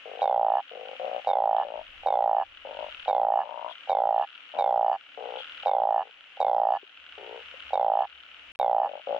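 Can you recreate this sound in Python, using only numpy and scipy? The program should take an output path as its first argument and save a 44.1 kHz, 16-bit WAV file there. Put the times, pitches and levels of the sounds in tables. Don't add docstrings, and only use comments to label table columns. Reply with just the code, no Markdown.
import sys
import numpy as np
from scipy import signal
from scipy.fft import rfft, irfft, next_fast_len
from scipy.io import wavfile
from scipy.ndimage import uniform_filter1d, minimum_filter1d

SR = 44100
rng = np.random.default_rng(int(sys.argv[2]) if len(sys.argv) > 2 else 0)


def master_out(mix):
    frames = np.transpose(np.atleast_2d(mix))
    ceiling = np.clip(frames, -1, 1)
    pcm = np.round(ceiling * 32767).astype(np.int16)
    wavfile.write(sys.argv[1], SR, pcm)


N = 405279
TIME = np.arange(N) / SR

# (frequency [Hz], relative level [dB])
CHORUS_COLOUR = [(60, -29.5), (200, -26.5), (290, -15.5), (380, -25), (520, -15), (950, -16), (1350, -7.5),
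                 (1900, -7.5), (2950, 0.5), (3500, -12.5), (4500, -26), (6500, -33), (9500, -47),
                 (15000, -51)]
# (frequency [Hz], left-right correlation [ratio])
STEREO_LIKENESS = [(40, 0.47), (120, 0.42), (700, 1), (1400, 0.39), (2600, 0.032), (5000, 0.12)]
# (middle [s], length [s], level change [dB])
CHORUS_SWELLS = [(1.05, 0.6, 1.5), (2.919, 0.42, 1), (5.55, 0.18, 2), (6.901, 0.85, -2.5), (7.52, 0.66, 2)]
# (frequency [Hz], relative level [dB])
RUMBLE_COLOUR = [(20, 1.5), (70, 3), (150, -19), (300, -24.5), (800, -45)]
# (middle [s], length [s], level [dB])
LOW_RUMBLES = [(2.1, 0.81, -59), (2.9, 0.38, -66), (5.7, 0.78, -75.5), (8.661, 0.22, -56.5)]
# (first pulse [s], last pulse [s], pulse rate [1/s], relative level [dB],
# sac pitch [Hz], upper resonance [Hz], upper trim [dB])
NEIGHBOUR_CALLS = [(0.056, 0.269, 50.6, -28.5, 466, 747, 0.5), (0.712, 0.951, 50.8, -25, 495, 772, -1.5),
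                   (0.997, 1.194, 61, -19.5, 544, 738, 0.5), (1.612, 1.809, 57, -18, 592, 887, -4),
                   (2.651, 2.883, 51.5, -23.5, 573, 920, -3.5), (3.439, 3.712, 57, -23, 608, 940, 4),
                   (4.54, 4.599, 112, -22.5, 663, 1000, -7), (5.174, 5.403, 59, -24, 480, 814, 1.5),
                   (5.956, 6.092, 49, -35.5, 433.7, 800, 3), (7.179, 7.408, 59.6, -28.5, 426, 934, -6.5),
                   (8.809, 8.994, 46, -20, 565, 810, -2), (9.072, 9.18, 55, -12.5, 563, 820, -3.5)]
# (onset [s], flurry settles [s], last strong pulse [s], gap stretch [ratio],
# whistle trim [dB])
NEAR_CALLS = [(.2173, .2551, .588, .975, -3), (1.2711, 1.3113, 1.619, 1.012, -3),
              (2.0608, 2.0832, 2.417, .979, -2), (3.0791, 3.1078, 3.413, .989, -2),
              (3.8946, 3.9283, 4.229, 1.001, 0), (4.586, 4.621, 4.942, .961, 4),
              (5.6592, 5.6927, 6.011, .995, -2), (6.4023, 6.4261, 6.756, .965, 5),
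              (7.7313, 7.7538, 8.034, 1.016, 0), (8.592, 8.5575, 8.858, .963, -2)]
# (first pitch [Hz], last pitch [Hz], width [Hz],
# first level [dB], middle level [dB], last level [dB]); levels are relative
OVERTONES = [(2313, 1720, 47, -32, -44.5, -39), (3795, 2880, 99, -27.5, -45.5, -38.5),
             (1490, 1100, 290, -28, -23, -29), (3560, 3200, 1400, -30.5, -34, -58),
             (980, 937, 222, -20, -16, -20), (103, 97, 160, -43.5, -36, -61)]
WHISTLES = [(5700, 4650, 90, -63, -56, -61), (7250, 6750, 400, -55, -68, -67)]
# (start [s], end [s], click rate [1/s], level [dB])
CLOSE_RATTLES = [(2.465, 2.72, 39, -40.5), (4.276, 4.54, 37, -38), (4.983, 5.65, 37, -36),
                 (6.078, 6.39, 31, -38.5), (7.064, 7.72, 33.3, -37)]
# (time [s], length [s], pitch [Hz], level [dB])
REED_SQUEAKS = [(3.688, 0.054, 3290, -46.5), (5.372, 0.063, 3164, -44.5)]
# (time [s], pitch [Hz], width [Hz], level [dB])
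WATER_PLOPS = [(7.54, 525, 55, -42.5), (6.83, 393, 70, -41)]
# (start [s], end [s])
DROPOUTS = [(8.519, 8.551), (8.558, 8.5905)]


def from_db(db):
    return 10 ** (np.asarray(db) / 20)


def rms_one(x):
    return x / np.sqrt(np.mean(x ** 2) + 1e-20)


def peak_one(x):
    return x / np.max(np.abs(x))


def impulse(size=2200):
    return np.r_[1., np.zeros(size)] + 1e-18


def resonate(x, hz, width_hz):
    r = np.exp(-np.pi * width_hz / SR)
    feedback = [1, -2 * r * np.cos(2 * np.pi * hz / SR), r * r]
    return signal.lfilter(np.array([1, 0, -1]) * (1 - r * r) / 2, feedback, x)


def resonate_twice(x, hz, width_hz):
    return resonate(resonate(x, hz, width_hz), hz, width_hz)


def bandpass(x, low_hz, high_hz, order=2):
    return signal.sosfilt(signal.butter(order, [low_hz, high_hz], "band", fs=SR, output="sos"), x)


def hump(middle_s, length_s):
    return .5 ** ((2 * (TIME - middle_s) / length_s) ** 2)


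def add(track, s, sound):
    i = int(np.clip(round(s * SR), 0, N))
    track[..., i:i + sound.shape[-1]] += sound[..., :N - i]


def pan(x, left_db, lag_s):
    left = np.interp(TIME - lag_s, TIME, x)
    return np.array([left * from_db(left_db / 2), x * from_db(-left_db / 2)])


def wash(colour):
    size = next_fast_len(N)
    log_hz = np.log(np.arange(size // 2 + 1) * SR / size + 1)
    curves = np.transpose(colour), np.transpose(STEREO_LIKENESS)
    db, alike = (np.interp(log_hz, np.log(hz), values) for hz, values in curves)
    mid, side = rfft(rng.standard_normal((2, size)))
    stereo = np.sqrt(1 + alike) * mid + np.sqrt(1 - alike) * side * [[1], [-1]]
    return rms_one(irfft(from_db(db) * stereo, size)[:, :N])


def rattle(start, end, per_s, size_ratio=1):
    clicks, times = np.zeros(N), np.arange(start, end, 1 / per_s)
    at = ((times + rng.normal(0, .0008, len(times))) * SR).astype(int)
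    clicks[np.clip(at, 0, N - 1)] = from_db(rng.normal(0, 3.9, len(times)))
    click = bandpass(impulse(size=400), 1400, 3450, order=3)
    high = resonate(click, 2950 / size_ratio, 420)
    low = from_db(-.5) * resonate(click, 1420 / size_ratio, 190)
    return signal.oaconvolve(clicks, peak_one(high + low))[:N]


def chorus(count=7, rattles_db=5, blur_db=-6.5, gain_db=-44):
    out = from_db(blur_db) * wash(CHORUS_COLOUR)
    for speed, size, side, lag, turn in rng.uniform(-.81, 1, (count, 5)):
        bouts = np.maximum(np.sin(np.pi * (TIME * (1.4 + speed / 2) + turn)), 0) ** .5
        clicks = rattle(abs(turn) / 37, N / SR, per_s=37 + 4 * speed, size_ratio=1 + .093 * size)
        out += from_db(rattles_db) * pan(clicks * bouts, left_db=6 * side, lag_s=.00037 * lag)
    swell_db = sum(db * hump(s, length) for s, length, db in CHORUS_SWELLS)
    return out * from_db(gain_db + swell_db) * from_db([[3.5], [.2]])


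def low_end(floor_db=-88.5, hum_db=-66):
    level = from_db(floor_db) + sum(from_db(db) * hump(s, length) for s, length, db in LOW_RUMBLES)
    hum = rms_one(resonate_twice(rng.standard_normal(N), hz=70, width_hz=12))
    return level * wash(RUMBLE_COLOUR) + from_db(hum_db) * hump(middle_s=7.75, length_s=.9) * hum


def neighbours(crest=.81, glide=.11):
    low, high = np.zeros((2, N))
    click = bandpass(impulse(), 468, 1300, order=3)
    thud = from_db(-26) * peak_one(resonate_twice(impulse(), hz=230, width_hz=240))
    for first, last, per_s, db, sac_hz, upper_hz, upper_db in NEIGHBOUR_CALLS:
        for done in np.linspace(0, 1, round((last - first) * per_s) + 1):
            s = first + (last - first) * done + rng.normal(0, .0012)
            gain = from_db(db + np.interp(done, [0, crest, 1], [-3, 0, -8]) + rng.normal(0, 1.3))
            double = .64 * max(1 - done / crest, 0)
            for delay, share in [(0, 1), (rng.uniform(.004, .00762), double)]:
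                sac_bend, upper_bend = 1 + glide * (done - .5) + rng.normal(0, .016, 2)
                sac = peak_one(resonate(click, sac_hz * sac_bend, width_hz=68))
                upper = peak_one(resonate(click, upper_hz * upper_bend, width_hz=100))
                add(low, s + delay, share * gain * (sac + thud))
                add(high, s + delay, -share * gain * from_db(upper_db) * upper)
    low = from_db(-7) * pan(low, left_db=6, lag_s=.000071)
    high = from_db(-9) * pan(high, left_db=16, lag_s=.00015)
    return bank_reflections(low + high)


def bank_reflections(x, wet_db=-12, t60_s=.12, size=3000):
    t = np.arange(size) / SR
    tail = rng.standard_normal((2, size)) * from_db(-60 * t / t60_s) * (t > .003)
    tail /= np.sqrt(np.sum(tail[0] ** 2))
    return x + from_db(wet_db) * signal.oaconvolve(x, tail, axes=1)[:, :N]


def larynx_times(onset, settle, end, stretch, flurry_gap_s=.011, base_gap_s=.01645, growth_s=.00017):
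    flurry = max(round((settle - onset) / flurry_gap_s), 1)
    times = list(onset + (settle - onset) * np.linspace(0, 1, flurry + 1) ** 1.2)
    beat = 0
    while times[-1] < end + .012:
        wobble_s = .00817 * np.exp(-beat / 1.45) * np.cos(2 * np.pi * (beat - .644) / 3.93)
        hurry = 1 - .55 * np.exp(-max(end - times[-1], 0) / .03)
        times.append(times[-1] + (base_gap_s + growth_s * beat + wobble_s) * stretch * hurry)
        beat += 1
    times = np.array(times[flurry if settle < onset else 0:])
    times = times[times >= onset]
    return times + rng.normal(0, .0003, len(times))


def push_db(done, lead_in_db=-34.5, accent_db=2.5):
    if done < -.005:
        return lead_in_db
    arch_db = 29 * (done - .38) ** 2
    release_db = 91 * max(done - .92, 0)
    return accent_db * (done < .01) - arch_db - release_db


def sac_pulse(done, throat_hz=525, throat_rise_hz=150, sac_hz=798):
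    throat = resonate(impulse(), throat_hz + throat_rise_hz * done, width_hz=120)
    sac = resonate(throat, sac_hz * (1 + rng.normal(0, .005)), width_hz=66)
    skin = bandpass(sac, 480, 918)
    return peak_one(skin) * from_db(push_db(done) + rng.normal(0, .94))


def overtone(row, done, sag=1.6, rise_s=.0014, size=2201):
    first_hz, last_hz, width_hz, *dbs = row
    t = np.arange(size) / SR
    hz = first_hz + (last_hz - first_hz) * (1 - np.exp(-sag * done)) / (1 - np.exp(-sag))
    db = np.interp(done, [-.005, 0, .5, 1, 1.1], [-90, *dbs, dbs[-1] - 14]) + rng.normal(0, 2)
    envelope = (1 - np.exp(-(t / rise_s) ** 2)) * np.exp(-np.pi * width_hz * t)
    detune = 1 + rng.normal(0, .004)
    return from_db(db) * peak_one(envelope) * np.sin(2 * np.pi * hz * detune * t)


def rasp(age_s, start_db=-36, fade_db_per_s=200):
    burst = rng.standard_normal(600) * signal.windows.hann(1200)[600:]
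    return from_db(start_db - fade_db_per_s * age_s) * peak_one(bandpass(burst, 3000, 5200))


def near_frog(gain_db=.5, lead_s=.022):
    out = np.zeros(N)
    for onset, settle, end, stretch, whistle_db in NEAR_CALLS:
        lead_in = onset - lead_s * rng.uniform([.9, .3], [1.4, .6])
        for s in np.r_[lead_in, larynx_times(onset, settle, end, stretch)]:
            done = (s - onset) / (end - onset)
            pulse = sac_pulse(done)
            pulse -= sum(overtone(row, done) for row in OVERTONES)
            pulse += from_db(whistle_db) * sum(overtone(row, done) for row in WHISTLES)
            add(out, s, from_db(gain_db) * pulse)
            if settle > onset and done > -.005:
                add(out, s, rasp(s - onset))
    return pan(out, left_db=-2.5, lag_s=.000045)


def limiter(x, ceiling_db=-11.7, fast_db_per_s=110, slow_db_per_s=13, slow_share=.54, size=110):
    over_db = np.maximum(20 * np.log10(np.abs(x).max(axis=0) + 1e-9) - ceiling_db, 0)
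    fast = np.maximum.accumulate(over_db + fast_db_per_s * TIME) - fast_db_per_s * TIME
    slow = np.maximum.accumulate(slow_share * over_db + slow_db_per_s * TIME) - slow_db_per_s * TIME
    held_db = minimum_filter1d(-np.maximum(fast, slow), 2 * size)
    return x * from_db(uniform_filter1d(held_db, size))


def close_rattler():
    bouts = sum(from_db(db) * rattle(start, end, per_s) for start, end, per_s, db in CLOSE_RATTLES)
    return pan(bouts, left_db=-1, lag_s=0)


def squeaks():
    out = np.zeros(N)
    for s, length, hz, db in REED_SQUEAKS:
        size = int(length * SR)
        noise = rms_one(resonate_twice(rng.standard_normal(size), hz, width_hz=500))
        add(out, s, from_db(db) * signal.windows.tukey(size) * noise)
    return pan(out, left_db=10, lag_s=.0001)


def plops():
    out = np.zeros(N)
    for s, hz, width_hz, db in WATER_PLOPS:
        ring = resonate(impulse(), hz, width_hz)
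        add(out, s, from_db(db) * peak_one(resonate(ring, hz, width_hz=336)))
    return pan(out, left_db=10, lag_s=.0001)


def cut_out(x, click_db=-26):
    for start, end in DROPOUTS:
        x = x * ((TIME < start) | (TIME > end))
    click = from_db(click_db) * signal.lfilter([1], [1, -.85], impulse())
    add(x, DROPOUTS[-1][1], click * from_db([[2], [-2]]))
    return x


def scene():
    return near_frog() + neighbours() + chorus() + close_rattler() + squeaks() + plops() + low_end()


def record(dry, stopband_hz=17200):
    top_cut = signal.cheby2(12, 70, stopband_hz, fs=SR, output="sos")
    return signal.sosfilt(top_cut, cut_out(limiter(dry)))


dry = scene()
out = record(dry)
master_out(out)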